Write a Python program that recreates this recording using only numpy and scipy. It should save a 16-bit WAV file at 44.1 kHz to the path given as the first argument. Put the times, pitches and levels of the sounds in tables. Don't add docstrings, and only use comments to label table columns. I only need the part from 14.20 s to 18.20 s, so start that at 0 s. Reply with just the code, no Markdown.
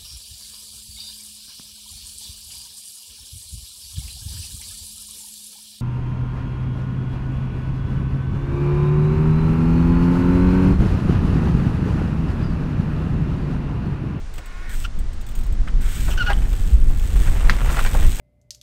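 import sys
import numpy as np
from scipy import signal
from scipy.fft import rfft, irfft
from scipy.io import wavfile
from scipy.ndimage import uniform_filter1d

SR = 44100
rng = np.random.default_rng(int(sys.argv[2]) if len(sys.argv) > 2 else 0)


def master_out(mix):
    frames = np.transpose(np.atleast_2d(mix))
    ceiling = np.clip(frames, -1, 1)
    pcm = np.round(ceiling * 32767).astype(np.int16)
    wavfile.write(sys.argv[1], SR, pcm)


N = 176400
T = np.arange(N) / SR

# time in seconds, level in dB.
WIND_LEVELS = [(0, -26.5), (.3, -30), (.8, -19), (1.08, -24.5), (1.3, -15.5), (1.55, -19.5), (1.9, -13),
               (2.4, -15.5), (2.75, -14), (3.15, -12), (3.55, -12.5), (3.85, -10.5), (4, -21.5)]
GRAVEL_LEVELS = [(1.86, -45), (1.92, -44), (2.15, -43), (2.3, -47.5), (2.6, -53.5), (2.9, -46), (3.08, -40),
                 (3.29, -34.5), (3.39, -37), (3.44, -35.5), (3.5, -34), (3.58, -32), (3.7, -38.5),
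                 (3.82, -35.5), (3.9, -43.5), (3.97, -50), (4, -29.5)]
WHIRR_LEVELS = [(1.6, -54), (1.66, -43.5), (1.85, -49.5), (1.9, -48)]
# frequency in Hz, level in dB.
WIND_COLOUR = [(10, -6.5), (22, 5), (35, 0), (70, -12), (100, -17.5), (160, -25), (220, -28.5), (400, -39),
               (12000, -115)]
HUSH_COLOUR = [(400, -2), (1600, -4.5), (2500, -9.5), (6500, -16), (9000, -20.5), (11000, -34),
               (16000, -43)]
GRAVEL_COLOUR = [(120, -7.5), (220, -11), (450, -2), (1400, -4.5), (2700, -9), (4200, -21.5), (8000, -22.5),
                 (16000, -34)]
CRACK_COLOUR = [(300, -11.5), (1400, -1.5), (2200, -7.5), (4200, -12), (16000, -36.5)]
TYRE_COLOUR = [(400, -22), (850, -7.5), (1100, -6.5), (1500, 3.5), (1850, 0), (2250, 0.5), (2800, -10.5),
               (12000, -30)]
RASP_COLOUR = [(500, -13.5), (1400, -6.5), (2200, -9), (2850, 3.5), (4000, -11), (5500, -10.5), (9000, -32)]
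HUB_COLOUR = [(500, -18), (1500, -25), (2500, 1.5), (3500, 5), (4300, -4.5), (6000, -5), (7500, 0),
              (8500, 5), (10100, -10), (12300, -2), (12900, -7), (13600, 6.5), (14400, -10), (15700, 0.5)]
WHEEL_COLOUR = [(700, -20), (1500, 4), (3500, 2.5), (4800, -4.5), (8500, 3), (10200, -8.5), (13500, -4),
                (14600, -31)]
# time in seconds, peak in dB, pitch in Hz, width in cycles.
WIND_THUMPS = [(1.28, -13, 36.5, 0.86), (2.545, -2, 52.8, 0.92)]
STONE_POPS = [(3.297, -1.5, 1700, 1.03), (3.2973, -10.5, 4160, 1), (3.3026, -18, 1500, 1.4),
              (3.311, -22.5, 2100, 2.5), (3.407, -20, 1900, .5), (3.5938, -12.5, 1430, 1.9)]
# time in seconds, slips per second, level in dB, resonance in Hz.
CREAK = [(.19, 370, -60, 1050), (.25, 357, -51.5, 1090), (.42, 360, -47.5, 1110), (.45, 368, -48, 2010),
         (.51, 358, -45, 1780), (.555, 270, -48, 1500)]
# peak time in seconds, level in dB, rise and decay in seconds, centre in Hz.
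BLOWS = [(.181, -36.5, 0.0026, .018, 483), (.182, -36, .0015, 0.0084, 2300),
         (1.475, -32.5, .0015, 0.014, 1320), (1.881, -27, 0.0009, 0.0064, 1200),
         (1.892, -32, .0029, 0.015, 614), (2.103, -20, 0.0055, 0.016, 1300),
         (2.336, -34, .0006, 0.0038, 1160), (2.706, -35.5, 0.00071, 0.0061, 746),
         (3.08, -32.5, 0.017, 0.011, 1430), (3.493, -27.5, 0.0065, 0.019, 1240),
         (3.545, -31, 0.00091, .005, 1300), (3.57, -22.5, .003, 0.0084, 1250),
         (3.593, -23.5, 0.011, .0043, 1370), (3.651, -21, .0011, .0024, 1400),
         (3.663, -25, .003, 0.011, 1800), (3.751, -23.5, 0.0065, 0.01, 789),
         (3.828, -31.5, 0.0017, 0.011, 1400)]
# multiple of its centre frequency, level in dB.
BLOW_COLOUR = [(.15, -11), (.5, -1), (1, 2), (1.3, 0), (2, -8.5), (8, -34.5)]
# start in seconds, level in dB.
KNOCKS = [(1.484, -35.5), (2.1322, -23), (2.177, -36)]
PAWL_CLICKS = [(.139, -42), (.157, -46), (.180, -41), (.2585, -44), (.7883, -41.5), (.9314, -46),
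               (1.0113, -43), (1.0656, -41), (1.0886, -42), (1.112, -46), (1.152, -38), (1.175, -48),
               (1.188, -40.5), (1.21, -44), (1.2348, -43.5), (1.2647, -45), (1.324, -42.5)]
# pitch in Hz, level in dB, seconds to fade by 60 dB.
KNOCK_MODES = [(1580, -18, .072), (3040, -2, 0.033), (3260, -3.5, 0.023), (8400, -6.5, .019)]
DISC_MODES = [(791, -29, 0.16), (805, -42, 1.1)]
HUB_MODES = [(6780, -26.5, 0.094), (7900, -23, 0.085), (8560, -25.5, 0.079)]
# time in seconds, level in dB.
JUDDER_LEVELS = [(2.075, -42), (2.09, -30), (2.103, -22.5), (2.115, -28), (2.13, -42)]
# time in seconds, pitch in Hz, level in dB, roughness (0 is clean).
SQUEALS = [
    [(.64, 1450, -46, 1), (.650, 1400, -34.5, 1), (.664, 1430, -49, 0.9)],
    [(1.905, 1520, -46, 1), (1.92, 1443, -39, 1.1), (1.945, 1400, -51, 0.9)],
    [(1.973, 1480, -44, 1), (1.979, 1474, -34.5, 0.96), (1.994, 1544, -30.5, .15),
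     (2.008, 1454, -21.5, 0.15), (2.022, 1425, -22, .08), (2.032, 1342, -34.5, 0.5), (2.04, 1385, -34, 0.3),
     (2.056, 1470, -41, 0.4), (2.066, 1464, -30, 0.52), (2.088, 1438, -23.5, 0.05),
     (2.097, 1427, -35, 0.45), (2.126, 1438, -37, 0.2)],
]
# level in dB when clean, level in dB when rough.
SQUEAL_HARMONICS = [(2, 0.5), (-10, -1), (-22, -13.5), (-35, -11.5)]
# time in seconds, ticks per second, level in dB.
HUB_SPINS = [
    [(.485, 58, -48), (.51, 110, -44.5), (.56, 164, -42), (.655, 145, -46), (.675, 100, -60)],
    [(1.608, 230, -44.5), (1.74, 300, -38.5), (1.82, 336, -38.5), (1.92, 187, -39), (1.97, 120, -47.5),
     (2.05, 80, -49.5), (2.3, 98, -46), (2.52, 101, -45), (2.56, 66, -51.5), (2.74, 78, -46.5),
     (2.85, 98, -43), (3.05, 123, -41.5), (3.33, 140, -47.5), (3.5, 127, -39), (3.66, 120, -36),
     (3.72, 106, -37.5), (4.0, 107, -37.5)],
]


def undb(db):
    return 10 ** (np.asarray(db) / 20)


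def noise():
    return rng.standard_normal(N)


def curve(rows, column=1):
    rows = np.array(rows)
    return np.interp(T, rows[:, 0], rows[:, column])


def loudness(rows, column=1):
    return undb(curve(rows, column)) * (T >= rows[0][0]) * (T <= rows[-1][0])


def drift(rate_hz):
    width = max(int(SR / rate_hz), 1)
    smooth = uniform_filter1d(uniform_filter1d(noise(), width), width)
    return smooth / smooth.std()


def colour(x, points, size=16384):
    hz, db = np.array(points).T
    gain = undb(np.interp(np.log(np.arange(size // 2 + 1) * SR / size + 1), np.log(hz), db))
    cepstrum = irfft(np.log(gain))
    cepstrum[1:size // 2] *= 2
    cepstrum[size // 2 + 1:] = 0
    response = irfft(np.exp(rfft(cepstrum)))
    return signal.fftconvolve(x, response / np.linalg.norm(response))[:N]


def fade(x, decay_s):
    return signal.lfilter([1], [1, -np.exp(-1 / (SR * decay_s))], x + 1e-18)


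def kicks(rows):
    out = np.zeros(N)
    for at, db, *_ in rows:
        out[int(at * SR)] += undb(db)
    return out


def ring(x, modes):
    t = T[:SR]
    notes = sum(undb(db - 60 * t / t60) * np.sin(2 * np.pi * hz * t) for hz, db, t60 in modes)
    return signal.fftconvolve(x, notes)[:N]


def pulses(rows):
    out = 0
    for at, db, hz, cycles in rows:
        swell = np.exp(-np.minimum(((T - at) * hz / cycles) ** 2, 20))
        out += undb(db) * swell * np.cos(2 * np.pi * hz * (T - at))
    return out


def wind(hush_db=-47.5):
    rumble = colour(noise(), WIND_COLOUR) * undb(curve(WIND_LEVELS) + 1.83 * drift(27))
    hush = colour(noise(), HUSH_COLOUR) * undb(hush_db + .5 * drift(1))
    return rumble + pulses(WIND_THUMPS) + hush


def gravel(grains_per_s=2200, spread_db=3.5, grain_s=.0006):
    grains = rng.random(N) < grains_per_s / SR
    strength = undb(spread_db * np.minimum(rng.exponential(size=N), 5))
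    power = fade((grains * strength) ** 2, grain_s / 2)
    return colour(np.sqrt(power / power.mean()) * noise(), GRAVEL_COLOUR) * loudness(GRAVEL_LEVELS)


def stones():
    snaps = kicks(STONE_POPS)
    crack = undb(-19) * fade(snaps, decay_s=.0022)
    grit = undb(-26) * fade(snaps, decay_s=.023)
    return pulses(STONE_POPS) + colour(noise() * (crack + grit), CRACK_COLOUR)


def tyre_whirr():
    return colour(noise(), TYRE_COLOUR) * loudness(WHIRR_LEVELS)


def tyre_creak(jitter=.036, rasp=.51, resonance_db=-2, width_hz=260):
    rate = curve(CREAK) * (1 + jitter * drift(455))
    cycles = np.cumsum(rate) / SR
    slips = np.diff(np.floor(cycles), prepend=0)
    rub = colour((slips - slips.mean()) / slips.std() + rasp * noise(), TYRE_COLOUR)
    resonance_hz = curve(CREAK, column=3)
    overtones = 0
    for k in range(2, 8):
        nearness = np.exp(-((k * rate - resonance_hz) / width_hz) ** 2)
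        overtones += nearness * np.cos(2 * np.pi * k * cycles)
    return (rub + undb(resonance_db) * overtones) * loudness(CREAK, column=2)


def tyre_blows():
    out = 0
    for at, db, rise, decay, hz in BLOWS:
        from_peak = np.maximum((at - T) / rise, (T - at) / decay)
        swell = np.exp(-np.minimum(from_peak, 20))
        tone = [(hz * multiple, level) for multiple, level in BLOW_COLOUR]
        out += undb(db) * colour(swell * noise(), tone)
    return out


def metal_knocks():
    return ring(kicks(KNOCKS), KNOCK_MODES)


def disc_judder(hz=813, wobble_radians=.37, grab_s=2.112):
    phase = 2 * np.pi * hz * T + wobble_radians * drift(150)
    shudder = (np.sin(phase) + np.sin(2 * phase)) * loudness(JUDDER_LEVELS)
    return shudder + ring(kicks([(grab_s, 0)]), DISC_MODES)


def brakes(wobble_radians=.69, flutter=.86):
    out = disc_judder()
    rasp = 2 * undb(-4.5) * colour(noise(), RASP_COLOUR)
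    for squeal in SQUEALS:
        rough = np.clip(curve(squeal, column=3), 0, 1)
        phase = 2 * np.pi * np.cumsum(curve(squeal)) / SR + wobble_radians * rough * drift(500)
        tone = 0
        for k, (clean_db, rough_db) in enumerate(SQUEAL_HARMONICS, 1):
            gain = undb(clean_db + (rough_db - clean_db) * rough)
            tone += gain * np.sin(k * phase) * (1 + flutter * rough * drift(420))
        out += (np.sqrt(2) * tone + rough * rasp) * loudness(squeal, column=2)
    return out


def freehub(tick_s=.0016, tail_s=.011, tail_db=-8.5, jitter=.09, scatter_db=2):
    power = 0
    for spin in HUB_SPINS:
        rate = curve(spin)
        teeth_passed = np.cumsum(rate * (1 + jitter * drift(90))) / SR
        ticks = np.diff(np.floor(teeth_passed), prepend=0)
        strength = loudness(spin, column=2) * undb(scatter_db * noise())
        density = rate * (tick_s + tail_s * undb(tail_db) ** 2) / 2
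        power += (ticks * strength) ** 2 / density
    drops = kicks(PAWL_CLICKS)
    balancing = colour(fade(drops, decay_s=.009) * noise(), HUB_COLOUR) * undb(-.5)
    coasting = np.sqrt(fade(power, tick_s / 2)) * noise()
    hub_shell = ring(fade(drops, tick_s) * noise() + undb(-9.5) * coasting, HUB_MODES)
    wheel = undb(tail_db) * colour(np.sqrt(fade(power, tail_s / 2)) * noise(), WHEEL_COLOUR)
    return balancing + colour(coasting, HUB_COLOUR) + hub_shell + wheel


def scene():
    bike = freehub() + tyre_creak() + brakes() + tyre_blows() + metal_knocks() + tyre_whirr()
    ground = gravel() + stones()
    return (bike + ground + wind())[None]


def record(dry, top_hz=15650):
    lowpass = signal.ellip(10, .2, 80, top_hz, fs=SR, output="sos")
    return signal.sosfilt(lowpass, np.clip(dry, -1, 1))


dry = scene()
out = record(dry)
master_out(out)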